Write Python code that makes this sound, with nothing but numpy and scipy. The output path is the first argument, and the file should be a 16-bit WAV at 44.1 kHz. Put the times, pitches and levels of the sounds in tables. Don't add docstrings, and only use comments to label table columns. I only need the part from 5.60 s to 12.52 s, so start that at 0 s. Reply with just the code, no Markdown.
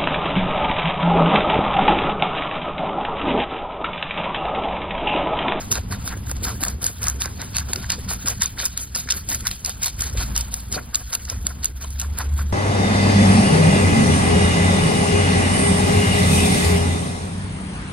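import sys
import numpy as np
from scipy import signal
from scipy.fft import rfft, irfft, next_fast_len
from scipy.io import wavfile

SR = 44100
rng = np.random.default_rng(int(sys.argv[2]) if len(sys.argv) > 2 else 0)


def inscribe(sig):
    pcm = np.round(np.clip(np.atleast_2d(sig).T, -1, 1) * 32767)
    wavfile.write(sys.argv[1], SR, pcm.astype(np.int16))


N = 305362

# t/s, pitch f/Hz, level/dB
DRONE_COURSE = [(0, 56.2, -59), (.21, 56.7, -38), (.44, 65.23, -34.5), (.9, 66.13, -34),
                (1.35, 66.16, -45.5), (1.55, 64.17, -26), (1.7, 69.06, -38), (2.8, 67.3, -38.5),
                (3.2, 61.55, -41), (3.7, 68.33, -35.5), (3.95, 60.94, -52), (4.25, 69.54, -43),
                (4.6, 57.37, -24), (5.4, 60, -42.5), (5.8, 67.6, -29.5), (6.1, 66.4, -35.5),
                (6.7, 71.9, -22.5), (6.92, 71, -19)]
# multiple of its pitch, level/dB
DRONE_HARMONICS = [(1, -1.5), (2, -25.5), (3, -31)]
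# f/Hz, level/dB
RUMBLE_COLOUR = [(15, -31), (30, -13), (45, 0.5), (70, 3), (100, 3.5), (125, -2), (160, -13.5), (178, -16),
                 (194, 0), (212, -15), (235, -12.5), (300, -22), (450, -46), (900, -75)]
# t/s, deep level/dB, upper level/dB
RUMBLE_LEVELS = [(0.0, -60, -44.5), (0.13, -48, -32.5), (0.19, -40, -36), (0.37, -54, -36.5),
                 (1.08, -44.5, -36.5), (1.35, -56, -43), (1.52, -53, -38.5), (2.8, -47.5, -39.5),
                 (3.2, -59.5, -46), (3.75, -51, -39.5), (3.97, -51.5, -45), (4.28, -52.5, -45),
                 (4.61, -42, -35), (4.99, -61, -47.5), (5.13, -47, -38), (5.38, -52.5, -49.5),
                 (5.85, -47.5, -43), (6.15, -48.5, -47.5), (6.86, -47.5, -38.5), (6.92, -53, -42)]
# f/Hz, level/dB
AIR_COLOUR = [(150, 17.5), (260, 9.5), (400, -18), (600, -7.5), (1000, -7.5), (1500, -11), (2200, -10),
              (4000, -16), (6000, -72), (15000, -151)]
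# f/Hz, ratio
AIR_SPREAD = [(150, 0.37), (500, 2.37), (1000, 4), (1800, 0.82), (4000, 2.2)]
# t/s, seed head rustle level/dB, air level/dB
CALM_LEVELS = [(0.07, -41.5, -32), (0.25, -49, -35.5), (0.42, -39, -32.5), (0.6, -42, -36.5),
               (0.78, -40, -35), (0.96, -41, -35.5), (1.16, -46, -36.5), (1.36, -40.5, -38),
               (1.73, -41, -34), (1.9, -38, -33.5), (2.42, -39, -33.5), (2.6, -36, -37), (2.75, -36.5, -34),
               (2.93, -39.5, -41), (3.12, -41, -38.5), (3.3, -42.5, -42), (3.64, -38.5, -39.5),
               (3.98, -39, -42), (4.16, -42.5, -37), (4.34, -41, -39), (4.52, -36, -32),
               (4.7, -39.5, -31.5), (4.87, -40.5, -35.5), (5.05, -41.5, -39.5), (5.26, -46, -35),
               (5.45, -40.5, -42), (5.78, -40, -39), (5.97, -42.5, -40), (6.15, -45.5, -41.5),
               (6.33, -41, -39), (6.5, -41.5, -36), (6.7, -41, -32.5), (6.88, -43.5, -34.5)]
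# t/s, length/s, pitch f/Hz, level/dB
KNOCKS = [(.12, 0.026, 380, -35), (.158, 0.0085, 480, -41), (.25, .025, 190, -34.5),
          (0.875, 0.013, 201, -33), (1.027, 0.0097, 208, -29), (1.124, 0.0066, 171, -32),
          (1.85, .02, 185, -39), (2.001, 0.024, 190, -43), (2.171, 0.016, 378, -35),
          (2.209, 0.0091, 198, -30), (2.388, .014, 430, -37.5), (2.512, 0.0058, 450, -41),
          (2.65, 0.01, 193, -29), (2.802, 0.0091, 180, -32), (3.032, 0.0068, 480, -37),
          (3.718, 0.019, 204, -39.5), (4.456, 0.011, 394, -46), (4.552, 0.011, 486, -36),
          (4.552, 0.0113, 180, -32), (5.166, 0.0029, 424, -27.5), (5.169, 0.0064, 180, -31),
          (5.717, .006, 540, -41), (5.86, 0.021, 190, -32.5)]
# t/s, length/s, back hollow f/Hz, its level/dB, front hollow f/Hz, its level/dB
SQUELCHES = [(0.124, 0.0076, 990, -47, 1210, -29), (0.162, 0.02, 764, -49, 1453, -38),
             (0.175, 0.02, 720, -24, 1560, -32), (0.327, 0.0069, 745, -37, 1246, -24.5),
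             (0.34, 0.013, 1020, -54, 1700, -38), (0.479, 0.0041, 536, -54, 1380, -30),
             (0.527, 0.015, 754, -41, 1353, -42), (0.7, 0.0043, 780, -52, 1380, -31),
             (0.717, 0.0043, 724, -22, 1840, -40), (0.872, 0.015, 660, -40, 1276, -35),
             (0.881, 0.014, 834, -25, 1480, -29), (0.908, 0.021, 910, -54, 1246, -32),
             (1.03, 0.0085, 915, -26, 1330, -32), (1.068, 0.012, 780, -39, 1140, -35),
             (1.247, 0.02, 620, -32, 1467, -42), (1.445, 0.021, 860, -34, 1410, -41),
             (1.476, 0.014, 660, -35, 1240, -28), (1.49, 0.013, 970, -38, 1340, -39),
             (1.617, 0.013, 990, -46, 1660, -35), (1.66, 0.0069, 740, -24.5, 1530, -40),
             (1.825, 0.009, 840, -28.5, 1735, -37.5), (1.988, 0.0079, 810, -46, 1296, -31),
             (2.016, 0.018, 760, -51, 1442, -35.5), (2.244, 0.004, 880, -54, 1650, -30),
             (2.301, 0.0043, 666, -31, 1770, -39), (2.334, 0.017, 960, -33, 1670, -37),
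             (2.512, 0.012, 693, -23, 1285, -34.5), (2.677, 0.016, 597, -33, 1380, -33),
             (2.696, 0.023, 620, -35, 1394, -38), (2.825, 0.014, 948, -53, 1720, -29),
             (2.979, 0.0044, 900, -45, 1770, -32), (2.995, 0.0059, 655, -49, 1308, -38),
             (3.035, 0.0089, 850, -34, 1444, -32), (3.476, 0.0031, 900, -48, 1720, -32),
             (3.489, 0.0047, 990, -59, 1513, -25), (3.503, 0.017, 862, -55, 1456, -43),
             (3.722, 0.015, 827, -27, 1810, -30.5), (3.744, 0.022, 683, -57, 1870, -35),
             (3.862, 0.0052, 850, -49, 1670, -30), (4.083, 0.0164, 670, -29, 1130, -44),
             (4.264, 0.019, 930, -29, 1770, -42), (4.425, 0.0071, 980, -53, 1410, -32),
             (4.468, 0.015, 855, -35, 1500, -47), (4.611, 0.015, 721, -28.5, 1416, -31),
             (4.761, 0.0069, 729, -35, 1790, -30.5), (4.801, 0.0043, 855, -29, 1720, -52),
             (5.188, 0.0057, 712, -45, 1650, -31), (5.343, 0.017, 894, -56, 1370, -35.5),
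             (5.535, 0.0063, 886, -47, 1372, -32), (5.682, 0.0025, 797, -38, 1480, -34),
             (5.726, 0.0063, 577, -30, 1090, -37), (5.913, 0.015, 1000, -39, 1430, -37.5),
             (6.247, 0.016, 935, -31, 1324, -45), (6.427, 0.011, 670, -32, 1350, -37),
             (6.445, 0.012, 981, -39, 1386, -36), (6.594, 0.017, 835, -32, 1424, -51),
             (6.609, 0.012, 960, -22, 1420, -38), (6.793, 0.0098, 910, -30, 1230, -31),
             (6.813, 0.013, 780, -44, 1350, -35)]
# t/s, mouth ring level/dB, crack level/dB, bright edge level/dB,
# fizz level/dB, tearing time/s
SNAPS = [(0.1163, -37, -20, -21, -12, 0.0008), (0.1208, -34, -28, -13, -22.5, 0.0005),
         (0.126, -31, -22, -14, -16, 0.0006), (0.1555, -27, -23, -23, -25, 0.0014),
         (0.3244, -24.5, -28.5, -30, -41, 0.0011), (0.4771, -28, -24, -31, -20, 0.0005),
         (0.5266, -27, -44, -43, -41, 0.00089), (0.696, -34, -36, -35, -27, 0.0005),
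         (0.714, -31, -34, -24, -19, 0.00065), (0.8443, -48, -37, -30, -36, 0.00055),
         (0.8495, -40, -24, -25, -17, 0.0009), (0.854, -27, -29, -33, -25, 0.0005),
         (1.0306, -29, -32, -19, -23, 0.00046), (1.0369, -22, -21, -20, -13, 0.00048),
         (1.0507, -27, -28, -22, -17, 0.0006), (1.0651, -31, -44, -43, -38, 0.0005),
         (1.084, -43, -33, -14, -26, 0.0005), (1.2295, -42, -35, -26, -25, 0.00076),
         (1.2431, -45, -25, -13, -20, 0.00043), (1.2621, -36, -29, -17, -32, 0.0012),
         (1.266, -30, -33, -8, -24, 0.001), (1.4312, -46, -30, -18, -32, 0.0006),
         (1.4408, -45, -41, -17, -31, 0.00063), (1.47, -25, -28, -19, -20, 0.0006),
         (1.4838, -39, -37, -7, -26, 0.00049), (1.499, -33, -39, -25, -20, 0.0008),
         (1.6106, -47, -30, -22, -34, 0.0007), (1.614, -30, -35, -20, -39, 0.0007),
         (1.62, -34, -19, -15, -26, 0.00048), (1.6575, -29, -27, -21, -35, 0.001),
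         (1.8175, -36, -25.5, -32, -26, 0.00035), (1.96, -46, -23, -28, -27, 0.0007),
         (1.968, -32, -14.5, -16, -17, 0.00056), (1.9842, -27, -23, -14, -28, 0.0009),
         (2.1338, -25, -15, -15.5, -18.5, 0.00073), (2.16, -30, -21, -23, -24, 0.00083),
         (2.229, -48, -38, -36, -38, 0.0006), (2.2445, -32, -38, -48, -50, 0.0007),
         (2.2985, -38, -22, -27, -32, 0.0009), (2.3031, -25, -13, -20, -15, 0.0005),
         (2.3203, -33, -18, -20, -22, 0.00062), (2.3245, -39, -24, -29, -29, 0.0016),
         (2.5124, -30, -32, -38, -30, 0.0005), (2.536, -42, -37, -44, -16, 0.0008),
         (2.66, -36, -29, -24, -34, 0.0011), (2.675, -35, -18, -22, -28, 0.00074),
         (2.6811, -35, -32, -23, -26, 0.0005), (2.6848, -28, -29, -11, -15, 0.00045),
         (2.816, -30.5, -24, -33, -42, 0.00061), (2.821, -21, -15, -9, -21, 0.0006),
         (2.8326, -46, -28, -13, -26, 0.00058), (2.8597, -44, -32, -11, -32, 0.0005),
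         (3.001, -24, -26, -24, -34, 0.0007), (3.0552, -38, -30, -13, -15, 0.00042),
         (3.0608, -48, -43, -15, -17, 0.0007), (3.1763, -32.5, -25, -13.5, -27, 0.0005),
         (3.3493, -34, -24, -19, -32, 0.0014), (3.3519, -37, -32, -22, -27, 0.0012),
         (3.3553, -42, -25, -18, -24, 0.0005), (3.3605, -32, -20, -21, -21, 0.00036),
         (3.4895, -25.5, -21, -33, -40, 0.0011), (3.5038, -33, -16, -24, -37, 0.0005),
         (3.5075, -35, -15, -11, -22.5, 0.00057), (3.512, -44, -25, -14, -27, 0.0012),
         (3.5224, -47, -15, -15, -29, 0.0008), (3.6893, -41, -26, -17, -33, 0.0006),
         (3.7013, -35, -25, -21, -27, 0.0008), (3.7172, -36, -22, -23, -35, 0.00055),
         (3.7229, -43, -31, -27, -28, 0.0008), (3.7473, -36, -30, -16, -29, 0.00062),
         (3.8071, -44, -35, -32, -29, 0.0006), (3.8701, -24.5, -13.5, -22, -12.5, 0.001),
         (3.878, -47, -22, -24, -18, 0.0015), (3.9135, -34, -20, -31, -21, 0.0005),
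         (4.049, -44, -21.5, -15, -27, 0.00055), (4.061, -44, -22, -18, -21, 0.0006),
         (4.095, -38, -36, -21, -19, 0.0008), (4.2295, -45, -32, -23, -29, 0.0009),
         (4.2327, -43, -24, -14, -18, 0.0011), (4.2373, -40, -26, -23, -28, 0.0006),
         (4.2447, -48, -22, -22, -24, 0.0005), (4.2602, -39, -25, -24, -12, 0.001),
         (4.2723, -44, -26, -31, -27, 0.00055), (4.2817, -31, -22, -29, -25, 0.00051),
         (4.409, -46, -36, -14, -25, 0.00046), (4.4208, -35, -34, -13, -34, 0.00096),
         (4.4986, -51, -38, -28, -42, 0.0005), (4.6045, -45, -27, -32, -32, 0.0005),
         (4.6137, -31, -42, -34, -32, 0.0006), (4.7636, -26, -18.5, -14, -23, 0.00062),
         (4.778, -38, -27, -13, -18, 0.001), (4.8108, -47, -32, -15, -29, 0.0005),
         (4.9415, -34, -24.5, -14.5, -23, 0.00062), (5.1261, -41, -27, -15, -31, 0.0012),
         (5.191, -33, -50, -45, -50, 0.0005), (5.347, -42, -14, -14, -30, 0.0005),
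         (5.35, -39, -24, -25, -34, 0.0007), (5.3563, -39, -18, -8, -22, 0.0005),
         (5.531, -29, -19, -29, -23, 0.00067), (5.537, -39, -18, -29, -25, 0.0008),
         (5.5521, -33, -14.5, -25, -18, 0.00043), (5.5546, -40, -38, -26, -25, 0.00063),
         (5.6533, -45, -39, -27, -37, 0.00045), (5.7, -34, -22, -17, -27, 0.0008),
         (5.8683, -32, -17.5, -15, -15, 0.00071), (6.0373, -49, -33, -27, -32, 0.0005),
         (6.0452, -39, -26, -14, -15, 0.00052), (6.057, -47, -27, -9, -20, 0.00043),
         (6.3055, -59, -41, -41, -28, 0.0005), (6.399, -44, -25, -22, -18.5, 0.0005),
         (6.4049, -52, -29, -25, -31, 0.00048), (6.4157, -38, -27, -19, -28, 0.0005),
         (6.5872, -45, -36, -39, -14, 0.00078), (6.6064, -23, -34, -36, -38, 0.00072),
         (6.6142, -29.5, -47, -43, -43, 0.0005), (6.7916, -33.5, -50, -39, -54, 0.0013)]
# low f/Hz, high f/Hz
SNAP_BANDS = [(650, 2200), (2200, 5500), (5500, 9500), (9500, 16000)]
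# f/Hz, level/dB
FIBRE_COLOUR = [(200, -26), (700, -19), (1400, -13), (2200, -14), (3600, -12), (4700, -6), (5600, -4),
                (7000, 0), (8000, -3.5), (10200, -12), (12000, -7.5), (13500, -8), (15300, -11.5)]
# t/s when the teeth meet, length/s, crackle level/dB,
# wet pulp level/dB, dull munch level/dB, treble of the crackle against the rest level/dB
JAW_SQUEEZES = [(.005, 0.026, -26.5, -39, -37, -3), (0.115, 0.019, -18, -37, -38, 2),
                (0.144, 0.035, -22.5, -32, -38, -7.5), (0.312, 0.036, -26, -36, -35.5, -3),
                (0.454, 0.038, -26.5, -47, -42, 0), (0.502, 0.034, -33, -32.5, -41.5, -11),
                (0.667, 0.041, -29, -43, -44, -1), (0.835, 0.069, -22.5, -35, -34.5, -3),
                (1.008, 0.045, -24, -37, -38, 2), (1.063, 0.041, -25.5, -35.5, -39, -2),
                (1.22, 0.061, -21, -35.5, -39, 1), (1.418, 0.09, -22.5, -34.5, -39, 1),
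                (1.605, 0.03, -21, -37.5, -50, 0), (1.647, 0.0078, -21, -29.5, -46, 1),
                (1.799, 0.028, -29.5, -35, -40.5, -12), (1.948, 0.049, -22, -35, -39, -12.5),
                (2.088, 0.11, -30.5, -42, -42, 0), (2.219, 0.024, -31.5, -37, -57, -13),
                (2.298, 0.033, -20, -31.5, -42, -13), (2.491, 0.047, -21.5, -33.5, -45, -1),
                (2.663, 0.049, -18.5, -34, -37.5, -3), (2.81, 0.052, -19, -36, -51, -2),
                (2.991, 0.046, -18, -30.5, -36.5, -11), (3.043, 0.016, -19.5, -35, -52, 8),
                (3.169, 0.013, -30, -39, -53, -18), (3.193, 0.043, -24.5, -48, -50, 10),
                (3.359, 0.0082, -32, -34, -40, -12), (3.369, 0.037, -19.5, -41.5, -49, 2.5),
                (3.5, 0.029, -24, -34, -45, -20), (3.542, 0.035, -21.5, -36.5, -47.5, 2.5),
                (3.693, 0.057, -16.5, -42, -39.5, 3), (3.855, 0.012, -26.5, -32, -48, 1),
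                (3.91, 0.0072, -21.5, -47, -41, -6), (4.057, 0.041, -19, -39, -47, -4),
                (4.223, 0.055, -17.5, -39, -45, -4.5), (4.393, 0.08, -21.5, -35.5, -43, -3),
                (4.574, 0.058, -20, -36.5, -46, -3.5), (4.754, 0.051, -19, -37.5, -48, -3),
                (4.92, 0.079, -28.5, -50, -44.5, 2), (5.119, 0.041, -22.5, -39, -65, -6.5),
                (5.148, 0.037, -31, -31.5, -34, -2), (5.341, 0.068, -29, -40.5, -45.5, 4),
                (5.526, 0.025, -24, -36.5, -42, 5), (5.689, 0.044, -28, -37, -45, -6),
                (5.854, 0.05, -28.5, -42, -42, 3), (6.032, 0.017, -24, -35, -44.5, -8),
                (6.214, 0.035, -26.5, -39.5, -45, -2.5), (6.39, 0.037, -25, -41, -63, -3),
                (6.581, 0.041, -26.5, -30, -44, -6), (6.778, 0.038, -29.5, -37, -64, 2)]
# attack/s, level change/dB, release/s
SQUEEZE_SHAPES = [(.005, -2, .018), (.011, -1, .02), (.014, 1, .019)]
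# f/Hz, level/dB
GRAIN_COLOUR = [(180, 0), (330, -3.5), (560, -6), (720, -1.5), (1000, -12), (1400, -4.5), (2200, -13.5),
                (3700, -11.5), (4700, -9), (5700, -8.5), (7000, -2.5), (8000, -7), (9200, -8.5),
                (10300, -12), (12000, -5), (15300, -9.5)]
# f/Hz, phase/rad
CHANNEL_LAG = [(200, 0), (620, -.8), (1100, 0), (2100, 0), (3000, .5), (3600, .15), (4500, .3), (5200, 2.2),
               (5550, 2.85), (5900, 3.14), (9500, 3.14), (9800, .2), (10800, .2), (11600, 2.7),
               (13000, 3.1)]
# f/Hz, level/dB
CHANNEL_SPREAD = [(250, 0), (520, 1), (900, -4), (1500, -14), (2000, -12), (2900, -4), (4000, -8),
                  (4900, -5), (5600, -32), (9400, -32), (10000, -7), (11200, -4), (12500, -9), (15000, -10)]

SETTLE_DB, SETTLE_S = -15, .055
EDGE_HZ = 15800
TIME = np.arange(N) / SR
SIZE = next_fast_len(N, real=True)
HZ = np.fft.rfftfreq(SIZE, 1 / SR)


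def amp(db):
    return 10 ** (np.asarray(db) / 20)


def unit(x):
    return x / np.sqrt(np.mean(x ** 2) + 1e-20)


def read(points, hz):
    f, value = np.transpose(points)
    return np.interp(np.log(hz + 1), np.log(f + 1), value)


def curves(rows):
    s, *columns = np.transpose(rows)
    return [np.interp(TIME, s, column) for column in columns]


def colour(x, gain):
    return irfft(rfft(x, SIZE) * gain, SIZE)[..., :N]


def band(lo_hz, hi_hz):
    return 1 / np.sqrt((1 + (lo_hz / (HZ + 1)) ** 10) * (1 + (HZ / hi_hz) ** 10))


def wander(rate_hz):
    t = TIME[::32]
    low_pass = signal.butter(2, rate_hz * t[1] * 2)
    drift = signal.lfilter(*low_pass, rng.standard_normal(len(t)))
    return np.interp(TIME, t, unit(drift))


def grains(per_s, spread_db):
    size = amp(spread_db * np.minimum(rng.exponential(1, N), 3.5))
    sign = rng.choice([-1, 1], N)
    present = rng.random(N) < per_s / SR
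    return unit(size * sign * present)


def add(mix, s, sound):
    part = mix[max(round(s * SR), 0):][:len(sound)]
    part += sound[:len(part)]


def widen(x, t60, lag_scale):
    t = TIME[:SR // 8]
    tail = rng.standard_normal((2, len(t))) * amp(-60 * t / t60)
    separate = rfft(tail / np.linalg.norm(tail, axis=1, keepdims=True), SIZE)
    shared = np.exp(-1j * np.outer([lag_scale, 0], read(CHANNEL_LAG, HZ)))
    share = amp(read(CHANNEL_SPREAD, HZ))
    return colour(x, (shared + share * separate) / np.hypot(1, share))


def crush(force, lo_hz, hi_hz, per_s, spread_db, clump_db, shift_db, cycles, count=12):
    clicks = grains(per_s, spread_db) * amp(clump_db * wander(rate_hz=34))
    hits = np.flatnonzero(clicks)
    cell = rng.integers(0, count, N)[hits]
    knots = np.arange(0, N / SR + .1, .022)
    favour = amp(shift_db * np.clip(rng.standard_normal((count, len(knots))), -2, 1.5))
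    out = np.zeros(N)
    for k, hz in enumerate(np.geomspace(lo_hz, hi_hz, count)):
        at = hits[cell == k]
        train = np.zeros(N)
        train[at] = clicks[at] * np.interp(TIME[at], knots, favour[k])
        out += signal.lfilter(*signal.iirpeak(hz, cycles, SR), train)
    return force * unit(colour(out, band(lo_hz, hi_hz) * amp(read(GRAIN_COLOUR, HZ))))


def hollow(s, length, hz, db, fall, cycles):
    t = TIME[:SR // 12] - 1 / 24
    length = max(length, .003)
    clicks = rng.laplace(size=len(t)) * np.exp(-(t / length) ** 2 * 2)
    turn = np.exp(2j * np.pi * np.cumsum(hz * 2 ** (-fall * t)) / SR)
    decay = np.exp(-np.pi * hz / cycles / SR)
    ring = (turn * signal.lfilter([1], [1, -2 * decay, decay * decay], clicks / turn)).real
    centre_s = np.average(TIME[:len(t)], weights=ring ** 2)
    return s - centre_s, amp(db) * ring / np.linalg.norm(ring) * np.sqrt(length * SR)


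def drone():
    hz, db = curves(DRONE_COURSE)
    turns = np.cumsum(hz * (1 + 0.017 * wander(rate_hz=12.0))) / SR
    tone = sum(amp(part_db) * np.sin(2 * np.pi * k * turns) for k, part_db in DRONE_HARMONICS)
    return np.sqrt(2) * tone * amp(db + 2.2 * wander(rate_hz=9))


def rumble():
    deep_db, upper_db = curves(RUMBLE_LEVELS)
    shape = amp(read(RUMBLE_COLOUR, HZ))
    deep_noise = rng.standard_normal(N) + 0.013 * rng.standard_normal((2, N))
    upper_noise = rng.standard_normal(N) + 0.065 * rng.standard_normal((2, N))
    deep = unit(colour(deep_noise, shape * band(15, 76.0)))
    upper = unit(colour(upper_noise, shape * band(74.3, 900)))
    lumps = wander(rate_hz=11.0)
    return deep * amp(deep_db + 12.5 + 1.7 * lumps) + upper * amp(upper_db + 2.5 + 2.13 * lumps)


def bumps():
    _, upper_db = curves(RUMBLE_LEVELS)
    shared, left, right = (grains(per_s=190, spread_db=2.5) for _ in range(3))
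    thuds = colour(shared + .7 * np.array([left, right]), band(200, 500) / (1 + HZ / 400))
    balance = amp([[-2.5], [1.5]])
    return unit(thuds) * balance * amp(upper_db - 10 + 3.2 * wander(rate_hz=9))


def air():
    _, air_db = curves(CALM_LEVELS)
    shape = amp(read(AIR_COLOUR, HZ))
    shared = colour(rng.standard_normal(N), shape)
    separate = colour(rng.standard_normal((2, N)), shape * read(AIR_SPREAD, HZ))
    return unit(shared + separate) * amp(air_db - 5.5 + 2.0 * wander(rate_hz=16.0))


def rustle():
    rustle_db, _ = curves(CALM_LEVELS)
    wag = amp(rustle_db - 1.5 + 2.2 * wander(rate_hz=18))
    return crush(wag, 1300, 17000, per_s=12000, spread_db=2.3, clump_db=1.7, shift_db=5, cycles=10, count=20)


def knocks():
    out = np.zeros(N)
    for s, length, hz, db in KNOCKS:
        add(out, *hollow(s, length, hz, db, fall=8, cycles=1.8))
    return out


def squelches():
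    out = np.zeros(N)
    for s, length, back_hz, back_db, front_hz, front_db in SQUELCHES:
        add(out, *hollow(s, length, back_hz, back_db - 9, fall=12, cycles=1.8))
        add(out, *hollow(s, length, front_hz, front_db - 3, fall=5.5, cycles=2.6))
    return out


def snaps():
    size = 1024
    lead_s = 320 / SR
    t, hz = TIME[:size] - lead_s, np.fft.rfftfreq(size, 1 / SR)
    rise_s, fray_s, crumble_s, crumble_db = .0004, .0026, .0034, -11.5
    ripple_db, level_s = 3.5, .00105
    ripple_hz = np.geomspace(500, 16000, 26)
    ranges = np.array([np.interp(hz, HZ, band(lo, hi)) for lo, hi in SNAP_BANDS])
    before, after = np.maximum(-t, 0), np.maximum(t, 0)
    crumble = amp(crumble_db) * np.exp(-before / fray_s - after / crumble_s)
    out = np.zeros(N)
    for s, *levels_db, tear_s in SNAPS:
        noise = np.tanh(rng.standard_normal(size))
        ripple = rng.standard_normal(len(ripple_hz))
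        tear = np.exp(-before / rise_s - after / tear_s) + crumble
        gain = amp(read(FIBRE_COLOUR, hz) + ripple_db * np.interp(hz, ripple_hz, ripple))
        parts = irfft(rfft(noise * tear) * gain * ranges)
        parts /= np.linalg.norm(parts, axis=1, keepdims=True)
        add(out, s - lead_s, amp(levels_db) @ parts * np.sqrt(level_s * SR))
    return out


def jaw():
    t, rows = TIME[::32], np.array(JAW_SQUEEZES)
    since, length = t - rows[:, :1], rows[:, 1:2]
    early, late = np.maximum(-since, 0), np.maximum(since - length, 0)
    done = np.clip(since / length, 0, 1)
    forces = []
    for db, (attack_s, change_db, release_s) in zip(rows[:, 2:5].T, SQUEEZE_SHAPES):
        shape = np.exp(-early / attack_s - late / release_s) * amp(change_db * done)
        forces.append(np.interp(TIME, t, np.sqrt(amp(db) ** 2 @ shape ** 2)))
    settle = np.exp(-early / 0.0091 - late / SETTLE_S) * amp(SETTLE_DB)
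    settling = np.sqrt(amp(rows[:, 2]) ** 2 @ settle ** 2)
    forces[0] = np.hypot(forces[0], np.interp(TIME, t, settling))
    return forces


def brighten(crackle):
    start, length, *_, bright_db = np.transpose(JAW_SQUEEZES)
    lean = amp(np.interp(TIME, start + length / 2, bright_db) / 2)
    treble = colour(crackle, band(7000, 20000))
    return treble * lean + (crackle - treble) / lean


def chewing():
    crisp, wet, dull = jaw()
    crackle = crush(crisp, 2200, 17000, per_s=10000, spread_db=2.1, clump_db=2.1, shift_db=5.5,
                    cycles=11, count=22)
    pulp = crush(wet, 856, 2535, per_s=2400, spread_db=1.8, clump_db=2.0, shift_db=3.0, cycles=7, count=8)
    munch = crush(dull, 232, 1090, per_s=1200, spread_db=3.0, clump_db=4.0, shift_db=0.5,
                  cycles=2.8, count=9)
    return amp(-6.0) * brighten(crackle) + amp(-5.0) * pulp + amp(-4.2) * munch


def scene():
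    outdoors = drone() + rumble() + bumps() + air()
    seed_head = widen(rustle(), t60=.05, lag_scale=1)
    teeth = widen(snaps(), t60=.022, lag_scale=.9)
    mouth = widen(chewing() + squelches(), t60=.035, lag_scale=.95)
    return outdoors + seed_head + knocks() + teeth + mouth


def record(dry):
    low_pass = signal.firwin(255, EDGE_HZ, window=("kaiser", 10), fs=SR)
    limited = np.clip(dry, -.88, .88)
    return signal.oaconvolve(limited, low_pass[None], "same")


dry = scene()
out = record(dry)
inscribe(out)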